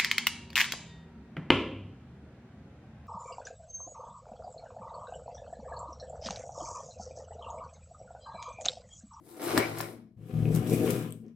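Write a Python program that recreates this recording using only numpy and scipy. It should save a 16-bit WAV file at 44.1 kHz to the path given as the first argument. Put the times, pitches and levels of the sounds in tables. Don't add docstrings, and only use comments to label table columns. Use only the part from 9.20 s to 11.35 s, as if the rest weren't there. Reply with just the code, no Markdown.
import sys
import numpy as np
from scipy import signal
from scipy.fft import rfft, irfft
from scipy.io import wavfile
from scipy.ndimage import uniform_filter1d

SR = 44100
rng = np.random.default_rng(int(sys.argv[2]) if len(sys.argv) > 2 else 0)


def master_out(mix):
    frames = np.transpose(np.atleast_2d(mix))
    ceiling = np.clip(frames, -1, 1)
    pcm = np.round(ceiling * 32767).astype(np.int16)
    wavfile.write(sys.argv[1], SR, pcm)


N = 94815

# frequency in Hz, level in dB, time to fall 60 dB in seconds.
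TABLETOP_MODES = [(51, -13.5, 0.3), (114.6, -15.5, 0.86), (157.8, 1.5, 0.29), (235.5, 7.5, 0.069),
                  (282.4, -0.5, 0.093), (342.7, 1.5, 0.13), (406.3, -1.5, 0.14), (447.7, -3, 0.14),
                  (510.1, -2, 0.31), (627.3, 0.5, .17), (750, -2.5, 0.38)]
# frequency in Hz, level in dB.
HISS_SPECTRUM = [(1500, -37), (3700, -2), (5700, -2.5), (7500, 2.5), (12000, 3), (14500, -2), (16000, -7)]
GRAINS_PER_S, GRAIN_SPREAD_DB = 6000, 4
RASP_WIDTH, HISS_WIDTH = 2.64, 11


def amp(db):
    return 10 ** (np.asarray(db) / 20)


def unit_rms(x):
    return x / np.sqrt(np.mean(x ** 2) + 1e-20)


def wander(seconds):
    return unit_rms(uniform_filter1d(rng.standard_normal(N), max(1, round(seconds * SR))))


def envelopes(rows):
    times, *columns = np.transpose(rows)
    t = np.arange(N) / SR
    return [uniform_filter1d(amp(np.interp(t, times, db, left=-np.inf, right=-np.inf)), 600)
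            for db in columns]


def add(mix, start_s, sound):
    part = mix[..., round(start_s * SR):][..., :sound.shape[-1]]
    part += sound[..., :part.shape[-1]]


def convolve(x, response):
    return signal.fftconvolve(np.atleast_2d(x), np.atleast_2d(response), axes=1)[:, :N]


def colour(x, spectrum):
    hz, db = np.transpose(spectrum)
    bin_hz = abs(np.fft.fftfreq(4096, 1 / SR))
    log_gain = np.log(amp(np.interp(np.log(bin_hz + 1), np.log(hz + 1), db)))
    response = np.fft.ifft(np.exp(np.conj(signal.hilbert(log_gain)))).real
    return convolve(x, response[:len(response) // 2])


def pan(x, layer):
    left_db = {"drone": 6, "rasp": 3.5, "hiss": 3}
    return x * amp(np.array([[.5], [-.5]]) * left_db[layer])


def impulses(per_s, spread_db):
    size = amp(spread_db * np.minimum(rng.exponential(1, N), 4))
    return size * rng.choice([-1, 1], N) * (rng.random(N) < per_s / SR)


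def tabletop(wood_db=-5.5, wood_t60=0.076):
    t = np.arange(SR // 2) / SR
    modes = sum((-1) ** k * amp(db - 60 * t / t60) * np.sin(2 * np.pi * hz * t)
                for k, (hz, db, t60) in enumerate(TABLETOP_MODES))
    band = signal.butter(2, [60, 700], "band", fs=SR, output="sos")
    wood = signal.sosfilt(band, rng.standard_normal(len(t)))
    return unit_rms(modes) + amp(wood_db) * unit_rms(wood * amp(-60 * t / wood_t60))


def drone(table, spectrum):
    jerks = impulses(per_s=500, spread_db=3)
    vibration = colour(irfft(rfft(jerks) * rfft(table, N), N), spectrum)
    running_rms = np.sqrt(uniform_filter1d(vibration ** 2, 2000, axis=1) + 1e-12)
    return pan(vibration / running_rms, "drone")


def judder(table, envelope, hard_push_db=-28.5, waver_hz=3.63, waver_db=2.5, waver_s=.03):
    # frequency in Hz, level in dB.
    rumble_spectrum = [(25, -11.5), (55, -3.5), (115, -12), (165, -0.5), (400, -30.5), (1000, -68)]
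    tone_db, rumble_db = (-2, -3.5), -8
    effort = np.minimum(envelope / amp(hard_push_db), 1)
    tones = 0
    for (hz, _, _), db, share in zip(TABLETOP_MODES[1:3], tone_db, (1, effort)):
        cycles = np.cumsum(hz + waver_hz * wander(waver_s)) / SR
        tones += share * amp(db + waver_db * wander(waver_s)) * np.sin(2 * np.pi * cycles)
    return envelope * (pan(tones, "drone") + amp(rumble_db) * drone(table, rumble_spectrum))


def scrape(spectrum, width, layer, bottles=4, grip_db=3, chatter_db=3.5, decay_s=0.00077):
    t = np.arange(SR // 100) / SR
    grips = np.array([amp(grip_db * wander(seconds=0.048)) for _ in range(bottles)])
    friction = 0
    for grip in grips / np.linalg.norm(grips, axis=0):
        grains = impulses(GRAINS_PER_S / bottles, GRAIN_SPREAD_DB)
        chatter = amp(chatter_db * wander(seconds=0.0069))
        noise = rng.standard_normal(len(t)) + width * rng.standard_normal((2, len(t)))
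        response = 0.85 * noise * np.exp(-t / decay_s)
        response[:, 0] = 1
        friction += convolve(grains * grip * chatter, response)
    return pan(unit_rms(colour(friction, spectrum)), layer)


def slide(table, levels, drone_spectrum, rasp_spectrum):
    judder_gain, drone_gain, rasp_gain, hiss_gain = envelopes(levels)
    structure = judder(table, judder_gain) + drone_gain * drone(table, drone_spectrum)
    rasp = rasp_gain * scrape(rasp_spectrum, RASP_WIDTH, "rasp")
    hiss = hiss_gain * scrape(HISS_SPECTRUM, HISS_WIDTH, "hiss")
    return structure, rasp + hiss


def light_push(table):
    # time in seconds, then judder, drone, rasp and hiss levels in dB.
    levels = [(0, -63, -62, -84, -82.5), (.09, -74, -56.5, -63, -60), (.19, -63, -47.5, -57.5, -61.5),
              (.21, -66, -42, -48, -50), (.27, -49, -35, -37.5, -44), (.32, -46.5, -37.5, -37, -50),
              (.345, -38.5, -29, -37, -43.5), (.4, -32.5, -25.5, -30.5, -45),
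              (.43, -42, -35.5, -38.5, -55.5), (.53, -43, -44, -46, -58), (.62, -41, -43, -44, -51.5),
              (.73, -53.5, -48, -62, -63), (.8, -57.5, -58.5, -71, -99), (.96, -67, -73, -93, -102)]
    # frequency in Hz, level in dB.
    drone_spectrum = [(100, -40.5), (290, 5), (340, 7), (420, -1), (700, -8), (2500, -13.5)]
    rasp_spectrum = [(200, -29.5), (650, 5.5), (2200, -2), (2900, -7.5), (5500, -12), (16000, -54)]
    return slide(table, levels, drone_spectrum, rasp_spectrum)


def bumps(table, damping_s=0.022):
    # start in seconds, level in dB, contact time in seconds.
    contacts = [(0.3679, -20.5, 0.0009), (1.247, -17.5, 0.0031), (1.534, -26, 0.0015), (1.647, -26, 0.0056)]
    force = np.zeros(N)
    for start, db, contact_s in contacts:
        pulse = np.hanning(max(3, round(contact_s * SR)))
        add(force, start, amp(db) * pulse / pulse.sum())
    damped = table * np.exp(-np.arange(len(table)) / SR / damping_s)
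    return pan(convolve(force, damped / abs(damped).max()), "drone")


def impact(spectrum, decay_s, ringing):
    t = np.arange(SR // 20) / SR
    burst = ringing * rng.standard_normal((2, len(t))) * np.exp(-t / decay_s)
    burst[:, 0] = -2
    sound = colour(burst, spectrum)
    return sound / np.sqrt((sound ** 2).sum(1, keepdims=True) / 10)


def knocks():
    # start in seconds, clack level in dB, tick level in dB.
    collisions = [(0.3772, -6.5, -16), (0.5852, -40, -25), (0.5924, -45, -29), (.6048, -17, -40),
                  (.6095, -38, -21.5), (1.3493, -38, -25), (1.3598, -32, -24), (1.7062, -48, -18.5)]
    # frequency in Hz, level in dB.
    clack_spectrum = [(150, -28.5), (600, 3.5), (1900, 1.5), (2900, -9), (5200, -6), (7500, -41)]
    tick_spectrum = [(1000, -27.5), (3500, -16), (6000, -8.5), (10300, -7.5), (12500, -3.5), (16000, -13)]
    out = np.zeros((2, N))
    for start, clack_db, tick_db in collisions:
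        clack = impact(clack_spectrum, decay_s=0.0049, ringing=0.22)
        tick = impact(tick_spectrum, decay_s=0.0047, ringing=.5)
        add(out, start, amp(clack_db) * pan(clack, "rasp") + amp(tick_db) * pan(tick, "hiss"))
    return out


def clinks(group_size=3, detuning=.05, contact_s=0.00028):
    # start in seconds, level in dB, multiple of the held ring time.
    touches = [(0.3772, -22, 5), (0.3855, -21, 6), (1.9068, -36, 1), (1.924, -25, 1)]
    # frequency in Hz, level in dB, time to fall 60 dB in seconds.
    glass_modes = [(3150, -15, .0076), (7830, -8, .006), (8650, -6, .0048), (12200, -9, .006)]
    out, t = np.zeros((2, N)), np.arange(SR // 8) / SR
    groups = 1 + detuning * rng.uniform(-0.75, 1, (len(glass_modes), group_size, 1))
    attack = np.minimum(t / contact_s, 1)
    for start, db, ring_factor in touches:
        glass = 0
        for (hz, mode_db, t60), ratios in zip(glass_modes, groups):
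            cycles = hz * ratios * t + rng.random((2, group_size, 1))
            glass += amp(mode_db - 60 * t / (t60 * ring_factor)) * np.sin(2 * np.pi * cycles).sum(1)
        add(out, start, amp(db) / np.sqrt(group_size) * pan(glass * attack, "hiss"))
    return out


def wall_mode(hz, decay_at_1khz_s=.012):
    t = np.arange(SR // 10) / SR
    return np.sin(2 * np.pi * hz * t) * np.exp(-t / decay_at_1khz_s * (hz / 1000) ** 2)


def singing_bottles():
    # start in seconds, length in seconds, level in dB, pitch in Hz.
    swells = [(.385, .085, -37.5, 2280), (1.06, .76, -52, 750), (1.505, .065, -47, 2400)]
    # start in seconds, level in dB, pitch in Hz.
    taps = [(1.255, -37, 2520), (2.065, -60, 5700), (2.0825, -58, 5700)]
    out = np.zeros(N)
    for start, length, db, hz in swells:
        swell = np.hanning(round(length * SR)) ** .5
        ringing = convolve(impulses(GRAINS_PER_S, GRAIN_SPREAD_DB), wall_mode(hz))[0, :len(swell)]
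        add(out, start, amp(db) * swell * unit_rms(ringing))
    for start, db, hz in taps:
        add(out, start, amp(db) * wall_mode(hz))
    return pan(out, "rasp")


def drags(table, hz=228.5):
    # start in seconds, length in seconds, level in dB.
    groans = [(.62, 0.34, -53.5), (1.72, 0.49, -49)]
    envelope = np.zeros(N)
    for start, length, db in groans:
        add(envelope, start, amp(db) * np.hanning(round(length * SR)) ** .5)
    return envelope * drone(table, [(hz / 2, -50), (hz, 0), (hz * 2, -50)])


def heavy_push(table):
    # time in seconds, then judder, drone, rasp and hiss levels in dB.
    levels = [(.97, -41.5, -62, -81, -85), (1.11, -50.5, -43, -62.5, -67.5), (1.145, -28, -44, -60.5, -67),
              (1.31, -26.5, -31.5, -57, -58.5), (1.36, -24.5, -31.5, -47.5, -50),
              (1.41, -31, -35, -52.5, -62), (1.475, -38, -32.5, -50.5, -49),
              (1.535, -30, -23, -50.5, -41.5), (1.575, -29, -29.5, -51.5, -52),
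              (1.635, -34, -25.5, -47.5, -48.5), (1.715, -35, -29, -45.5, -45.5),
              (1.855, -40.5, -38.5, -55, -59.5), (2.015, -47.5, -60, -88, -82),
              (2.05, -60.5, -48.5, -74.5, -91), (2.15, -64, -65.5, -89.5, -97)]
    # frequency in Hz, level in dB.
    drone_spectrum = [(50, -31.5), (130, 0.5), (300, 2.5), (510, -5), (620, -13), (2000, -40.5)]
    rasp_spectrum = [(200, -15.5), (1300, -2.5), (1850, -6.5), (2400, -6), (3000, -11.5), (16000, -45)]
    return slide(table, levels, drone_spectrum, rasp_spectrum)


def murmur(db=-66):
    # frequency in Hz, level in dB.
    spectrum = [(25, -5.5), (200, 11), (900, -32), (16000, -50)]
    noise = rng.standard_normal(N) + .5 * rng.standard_normal((2, N))
    return amp(db) * pan(unit_rms(colour(noise, spectrum)), "drone")


def room(x, t60=0.26, gap_s=0.0037, db=-0.5):
    t = np.arange(SR // 2) / SR
    tail = rng.standard_normal((2, len(t))) * amp(-60 * t / t60) * (t > gap_s)
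    return amp(db) * convolve(x, tail / np.linalg.norm(tail[0]))


def scene():
    table = tabletop()
    light_structure, light_air = light_push(table)
    heavy_structure, heavy_air = heavy_push(table)
    airborne = light_air + heavy_air + singing_bottles()
    hits, glass, ambience = knocks(), clinks(), murmur()
    structure = light_structure + heavy_structure + drags(table) + bumps(table)
    reverberation = room(airborne + 0.39 * hits + .27 * glass)
    return structure + airborne + hits + glass + reverberation + ambience


def record(dry):
    lowpass = signal.firwin(511, cutoff=16200, window=("kaiser", 9), fs=SR)
    return signal.oaconvolve(dry, lowpass[None], "same")


dry = scene()
out = record(dry)
master_out(out)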